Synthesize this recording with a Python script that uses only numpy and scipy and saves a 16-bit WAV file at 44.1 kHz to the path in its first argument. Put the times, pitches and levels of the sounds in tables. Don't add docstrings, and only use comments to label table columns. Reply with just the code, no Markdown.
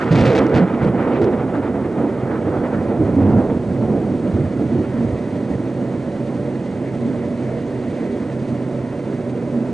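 import sys
import numpy as np
from scipy import signal
from scipy.fft import rfft, irfft
from scipy.io import wavfile
from scipy.ndimage import uniform_filter1d, minimum_filter1d

SR = 44100
rng = np.random.default_rng(int(sys.argv[2]) if len(sys.argv) > 2 else 0)


def unload_wav(signal):
    wavfile.write(
        sys.argv[1],
        SR,
        np.round(np.clip(np.atleast_2d(signal).T, -1, 1) * 32767).astype(np.int16),
    )


N = 429093
TIME = np.arange(N) / SR
FREQ = np.fft.rfftfreq(N, 1 / SR)
BAND_LIMIT_HZ = 10080

# (frequency [Hz], relative level [dB])
SNAP_COLOUR = [(500, -5.5), (1300, 4), (2200, 5.5), (3200, -2), (4500, -5.5), (5500, -11.5), (7000, -17),
               (8500, -22), (10000, -27.5)]


def gain_of(db):
    return 10 ** (np.asarray(db) / 20)


def unit_rms(x):
    return x / np.sqrt(np.mean(x ** 2) + 1e-20)


def over_frequency(points):
    hz, value = np.transpose(points)
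    return np.interp(np.log(FREQ + 1), np.log(hz + 1), value)


def over_time(rows, column=1):
    rows = np.asarray(rows)
    return np.interp(TIME, rows[:, 0], rows[:, column])


def white_spectrum():
    return rng.standard_normal(len(FREQ)) + 1j * rng.standard_normal(len(FREQ))


def wander(rate_hz):
    return unit_rms(irfft(white_spectrum() / (1 + (FREQ / rate_hz) ** 4), N))


def port_noise(colour):
    # (frequency [Hz], coherence [0-1])
    coherence = [(30, .92), (70, 1), (130, 1), (300, 1), (550, 0.99), (1100, 0.97), (2200, 1), (3200, 0.91),
                 (4600, 0.96), (9600, 0.89)]
    alike = np.clip(over_frequency(coherence), 0, 1)
    common = np.sqrt(1 + alike) * white_spectrum()
    separate = np.sqrt(1 - alike) * white_spectrum()
    pair = np.array([common + separate, common - separate])
    return unit_rms(irfft(pair * gain_of(over_frequency(colour)), N))


def fuzzy_tone(t, hz, width_hz, steadiness):
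    offset, phase = rng.standard_normal((24, 1)), rng.random((24, 1))
    coarse_t = np.arange(t[0], t[-1] + .002, .001)
    band = np.exp(2j * np.pi * (offset * width_hz / 2 * coarse_t + phase)).sum(0)
    band = band / (abs(band) + 1) ** np.clip(steadiness, 0, 1)
    return unit_rms((np.interp(t, coarse_t, band) * np.exp(2j * np.pi * hz * t)).real)


def hump(start, length, attack, release):
    return np.clip(np.minimum((TIME - start) / attack, (start + length - TIME) / release), 0, 1)


def burst(start, length, rise_s):
    at = np.arange(max(int(start * SR), 0), min(int((start + length) * SR), N))
    t = TIME[at]
    return at, np.clip(np.minimum(t - t[0], (t[-1] - t) / 2) / rise_s, 0, 1)


def wind_strength(attack_s=0.018, release_s=0.066, rush_db_per_roar_db=0.36):
    # (time [s], rumble [dB], roar [dB], rush [dB])
    breeze = [(0, -32, -25.5, -28.5), (1.05, -27.5, -20, -34), (2.17, -31, -27.5, -40.5),
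              (2.65, -25.5, -22.5, -39), (3.1, -25.5, -22.5, -41), (3.3, -22.5, -22, -40),
              (3.6, -24, -26, -46.5), (4.15, -27, -22.5, -45.5), (4.9, -29, -26, -43),
              (5.8, -34.5, -28.5, -49), (9.73, -37, -29.5, -48.5)]
    # (start [s], length [s], rumble [dB], roar [dB])
    gusts = [(0.109, 0.24, -19.5, -13), (0.333, 0.15, -24.5, -14.5), (0.522, 0.13, -24, -12.5),
             (0.818, 0.12, -21, -23), (1.158, 0.27, -26.5, -23.5), (1.53, 0.057, -31, -25),
             (1.715, 0.13, -38.5, -26), (1.945, 0.19, -35, -23.5), (2.22, 0.35, -28, -32),
             (2.952, 0.26, -22.5, -30), (3.166, 0.42, -26, -21), (3.302, 0.14, -28, -21),
             (3.792, 0.26, -27.5, -20), (4.296, 0.21, -26, -26.5), (4.579, 0.29, -25, -24.5),
             (5.032, 0.17, -27, -28), (5.485, 0.15, -23, -26.5), (5.783, 0.17, -32.5, -29.5),
             (6.9, .4, -35, -39.5)]
    rumble_power = gain_of(over_time(breeze, 1)) ** 2
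    calm_power = gain_of(over_time(breeze, 2)) ** 2
    roar_power = calm_power
    for start, length, rumble_db, roar_db in gusts:
        power = hump(start, length, attack_s, release_s) ** 2
        rumble_power = rumble_power + power * gain_of(rumble_db) ** 2
        roar_power = roar_power + power * gain_of(roar_db) ** 2
    rush_lift = np.sqrt(roar_power / calm_power) ** rush_db_per_roar_db
    return np.sqrt(rumble_power), np.sqrt(roar_power), gain_of(over_time(breeze, 3)) * rush_lift


def wind(rumble_trim_db=-1, rush_trim_db=-1, lumpy_db=2.0, flutter_db=2.0, swell_db=1.13, dull_hz=260):
    # (frequency [Hz], relative level [dB])
    rumble_colour = [(15, -24.5), (35, -26), (55, -17), (68, -10.5), (82, -4), (100, -1), (125, 1.5),
                     (152, -5), (185, -1.5), (230, -1.5), (330, -26.5), (600, -61.5)]
    roar_colour = [(110, -28), (170, -6.5), (235, -3.5), (310, -1), (380, -4.5), (425, -6), (465, -3),
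                   (590, -10), (720, -11.5), (1000, -20), (1400, -34.5), (3000, -73.5)]
    rush_colour = [(400, -21), (700, -3.5), (900, 2.5), (1100, -3), (1300, 2.5), (1650, -6.5), (2000, -5.5),
                   (2600, -15), (3400, -21.5), (4500, -31.5), (9000, -52)]
    # (time [s], dull share [0-1])
    dullness = [(0, 0.01), (3.2, 0.11), (4.4, 0.93), (5.3, 0.55), (9.73, 0.6)]
    lumps, flutter, swell = lumpy_db * wander(8.8), flutter_db * wander(28), swell_db * wander(9.1)
    rumble_gain, roar_gain, rush_gain = wind_strength()
    full = port_noise(roar_colour)
    dull = unit_rms(irfft(rfft(full) / (1 + (FREQ / dull_hz) ** 2), N))
    share = np.clip(over_time(dullness), 0, 1)
    rumble = port_noise(rumble_colour) * rumble_gain * gain_of(rumble_trim_db + lumps)
    roar = ((1 - share) * full + share * dull) * roar_gain * gain_of(swell + 0.48 * flutter)
    rush = port_noise(rush_colour) * rush_gain * gain_of(rush_trim_db + swell + flutter)
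    return rumble + roar + rush


def far_roar(level_db=-26.5, waver_db=.5):
    # (frequency [Hz], relative level [dB])
    colour = [(40, -31), (100, -5), (170, -4), (250, 1), (300, -3), (385, -1.5), (405, -7), (420, -13.5),
              (460, -6), (505, -10), (560, -5.5), (620, -10), (690, -12.5), (780, -21.5), (870, -20.5),
              (1000, -20), (1150, -27.5), (1500, -27.5), (1950, -31), (2800, -49.5)]
    return port_noise(colour) * gain_of(level_db + waver_db * wander(16.0))


def dust_hiss(shimmer_db=1.0):
    # (frequency [Hz], relative level [dB])
    colour = [(1200, -14.5), (2000, 14), (2700, 8), (3600, 3), (4400, 2), (5300, -4.5), (6400, -2),
              (7300, -8), (8600, -4.5), (10000, -30)]
    # (time [s], level [dB])
    level = [(0, -48), (1, -60.5), (2.4, -53.5), (5, -49.5), (6, -50.5), (8, -49.5), (9.73, -51)]
    return port_noise(colour) * gain_of(over_time(level) + shimmer_db * wander(25))


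def vortex_whistle(half_width_hz=150, waver=.03, flutter_db=2.1):
    # (time [s], pitch [Hz], level [dB])
    course = [(0, 1514, -53), (2.4, 1291, -56.5), (3.6, 1417, -56.5), (4.4, 1850, -63), (4.9, 1948, -52),
              (5.8, 1875, -57.5), (7.2, 1978, -55.5), (8.2, 1894, -54.5), (9.73, 1958, -64)]
    hz = over_time(course, 1) * (1 + waver * wander(5))
    height = gain_of(over_time(course, 2) + flutter_db * wander(12))
    band = wander(half_width_hz) + 1j * wander(half_width_hz)
    return height * (band * np.exp(2j * np.pi * np.cumsum(hz) / SR)).real


def engines(speed_drift=0.00402):
    # (pitch [Hz], width [Hz], level [dB], steadiness [0-1])
    notes = [(129.1, 4, -31.5, 0.9), (238.4, 10, -32, .6), (400.2, 6, -39.5, 0.3), (485, 8, -41.5, .3),
             (578.5, 8, -39, 0.4)]
    # (time [s], gain of the lowest note [dB], gain of the upper notes [dB])
    swells = [(0, -2, -3.5), (3, -9, -3), (5.1, -3, -2.5), (5.5, -1.5, -2.5), (6.05, -1, -3.5),
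              (6.25, -3.5, 1), (6.45, 1.5, 0.5), (6.7, -5.5, -5), (7.0, 1, 3), (7.25, -3.5, 4),
              (7.48, 4, 1), (7.68, -10, -3.5), (7.87, -2, 1.5), (8.08, -5.5, 1.5), (8.35, 2.5, 0.5),
              (8.85, 3, -2), (9.2, -2.5, -2.5), (9.73, 0, 2)]
    clock = TIME + np.cumsum(speed_drift * wander(1.495)) / SR
    out = np.zeros(N)
    for index, (hz, width, db, steadiness) in enumerate(notes):
        swell = over_time(swells, 1 if index == 0 else 2)
        out += gain_of(db + swell) * fuzzy_tone(clock, hz, width, steadiness)
    return out


def swishes(stereo_spread=0.47, flutter_db=1.0):
    # (middle [s], length [s], level [dB], centre [Hz], width [Hz])
    passes = [(0.019, 0.041, -25, 1490, 600), (0.573, .09, -24, 1100, 1300), (1.028, 0.15, -31, 1510, 1200),
              (1.158, 0.11, -35.5, 1890, 1600), (1.56, 0.054, -31, 1300, 900),
              (2.329, 0.17, -31, 1130, 900), (2.566, 0.24, -35.5, 1140, 800),
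              (2.662, 0.062, -36, 1390, 1200), (2.743, 0.15, -32.5, 1250, 1100),
              (3.243, .16, -40, 1370, 1200), (3.394, 0.13, -35, 1160, 900), (4.868, .16, -50, 2210, 1800),
              (5.05, .2, -51, 1950, 600), (6.877, .12, -45, 1940, 700), (7.23, .12, -46, 1960, 550),
              (7.48, 0.16, -46, 1850, 800), (7.05, .5, -28, 255, 69.4), (7.537, 0.23, -31, 540, 260),
              (8.023, 0.15, -31, 550, 200), (8.052, .3, -48, 1850, 798)]
    air = rng.standard_normal(N) + stereo_spread * rng.standard_normal((2, N))
    air *= gain_of(flutter_db * wander(40))
    out = np.zeros((2, N))
    for middle, length, db, hz, width in passes:
        height = hump(middle - length / 2, length, length / 2, length / 2)
        at = np.flatnonzero(height)
        band = signal.butter(3, [hz - width / 2, hz + width / 2], "bandpass", fs=SR, output="sos")
        out[:, at] += gain_of(db) * height[at] * unit_rms(signal.sosfilt(band, air[:, at]))
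    return out


def crackle(pressure, snaps_per_s=3800, uneven_db=3, stereo_spread=0.099):
    # (start [s], length [s], level [dB])
    spells = [(.005, 0.048, -44), (0.112, 0.046, -25.5), (0.151, .072, -24.5), (0.216, 0.13, -32.5),
              (0.251, 0.044, -30), (0.346, 0.054, -27), (0.388, 0.06, -44), (0.539, 0.058, -30.5),
              (0.737, 0.014, -50.5), (0.821, 0.04, -42.5), (1.137, 0.023, -51.5), (1.213, 0.044, -41),
              (1.548, 0.032, -51)]
    crest = pressure ** 2 / (uniform_filter1d(pressure ** 2, size=500) + 1e-9)
    sizes = rng.choice([-1, 1], N) * gain_of(uneven_db * rng.standard_normal(N))
    fires = rng.random(N) < crest * snaps_per_s / SR
    snaps = fires * sizes * (1 + stereo_spread * rng.standard_normal((2, N)))
    out = np.zeros((2, N))
    for start, length, db in spells:
        at, height = burst(start, length, rise_s=0.0043)
        out[:, at] += gain_of(db) * unit_rms(height * snaps[:, at])
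    colour = unit_rms(gain_of(over_frequency(SNAP_COLOUR)))
    return irfft(rfft(out) * colour, N)


def buffets(steadiness=0.78):
    # (start [s], length [s], level [dB], centre [Hz], width / centre [-])
    eddies = [(0.108, 0.05, -5.5, 183, 0.23), (0.111, 0.11, -12.5, 119.4, 0.17),
              (0.108, 0.05, -18.5, 430, .3), (0.166, 0.07, -10.5, 210, 0.24),
              (0.267, .05, -16.5, 121.3, .2), (0.252, .17, -17.5, 474.5, .25),
              (0.441, .07, -19.5, 298.5, .2), (0.482, 0.05, -18.5, 464, .15),
              (0.542, 0.05, -16.5, 105, 0.34), (0.551, 0.11, -14, 180.3, 0.098),
              (0.733, 0.053, -21.5, 255, 0.27), (0.824, 0.05, -18.5, 134.6, .25),
              (1.193, .12, -17.5, 385, .2), (1.555, 0.055, -21.5, 299, 0.16), (2.02, .07, -22, 304.3, 0.16),
              (2.754, .045, -21.5, 220, .3), (2.992, 0.05, -13.5, 301, 0.085),
              (3.163, .095, -12.5, 240.5, .28), (3.167, 0.12, -16.5, 102.5, .22),
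              (3.24, .07, -13.5, 199, .15), (3.32, 0.085, -17, 101.6, 0.19), (3.335, 0.07, -15, 222.2, .22),
              (4.335, 0.041, -17.5, 97, .2), (4.381, 0.075, -20, 145, .3), (4.608, 0.039, -22.5, 313, .25),
              (4.686, .06, -21, 238.6, .13), (4.732, 0.084, -27.5, 118, .3), (4.751, 0.1, -20.5, 295, .3),
              (4.945, .115, -21, 238.6, .1), (5.057, 0.085, -23, 109, .2), (9.567, 0.06, -22, 240.5, 0.08)]
    out = np.zeros(N)
    for start, length, db, hz, spread in eddies:
        at, height = burst(start, length, rise_s=0.0039)
        out[at] += gain_of(db) * height * fuzzy_tone(TIME[at], hz, spread * hz, steadiness)
    return out


def ticks(decay_s=.0011, tilt_db_per_octave=1.5):
    # (time [s], level before filtering [dB], low-pass corner [Hz])
    hits = [(0.1105, -17.5, 2500), (0.125, -16, 5000), (0.303, -23.5, 10000), (0.38, -19, 9000),
            (0.467, -27.5, 14000), (.497, -34, 16000), (0.598, -32, 8000), (1.218, -26, 14000),
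            (1.244, -28, 14000), (3.231, -26, 3300), (3.331, -28.5, 3600)]
    out = np.zeros(N)
    for start, db, top_hz in hits:
        at = np.flatnonzero((TIME >= start) & (TIME < start + 10 * decay_s))
        spit = rng.standard_normal(N)[at] * np.exp((start - TIME[at]) / decay_s)
        out[at] += gain_of(db) * signal.lfilter(*signal.butter(2, top_hz, fs=SR), spit)
    brighter_db = tilt_db_per_octave * np.log2(np.minimum(FREQ, BAND_LIMIT_HZ) + 1)
    colour = unit_rms(gain_of(over_frequency(SNAP_COLOUR) + brighter_db))
    return irfft(rfft(out) * colour, N)


def scene():
    # (frequency [Hz], left minus right [dB])
    balance = [(40, -3), (150, -3), (350, -3), (600, -3.5), (1000, -1.5), (1800, -2), (3500, -2.5),
               (5500, -2.5), (9600, -3)]
    # (frequency [Hz], phase [rad])
    left_lead = [(100, 0.07), (1150, 0.14), (2000, 0.69), (2900, 0.98), (3500, 0), (10000, 0.13)]
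    close_wind = wind() + buffets()
    air = close_wind + crackle(close_wind.mean(0)) + ticks()
    air = air + far_roar() + dust_hiss() + vortex_whistle() + swishes() + engines()
    left_port = gain_of(over_frequency(balance) / 2) * np.exp(.5j * over_frequency(left_lead))
    return irfft(rfft(air) * np.array([left_port, 1 / left_port]), N)


def record(dry, ceiling=.79, overload=.72, knee=5):
    allowed_gain = (1 + (abs(dry).max(0) / ceiling) ** knee) ** (-1 / knee)
    held = dry * uniform_filter1d(minimum_filter1d(allowed_gain, size=300), size=300)
    rounded = held * (1 + (abs(held) / overload) ** knee) ** (-1 / knee)
    low_pass = signal.firwin(701, BAND_LIMIT_HZ, window=("kaiser", 9), fs=SR)
    return signal.oaconvolve(rounded, low_pass[None], "same")


dry = scene()
out = record(dry)
unload_wav(out)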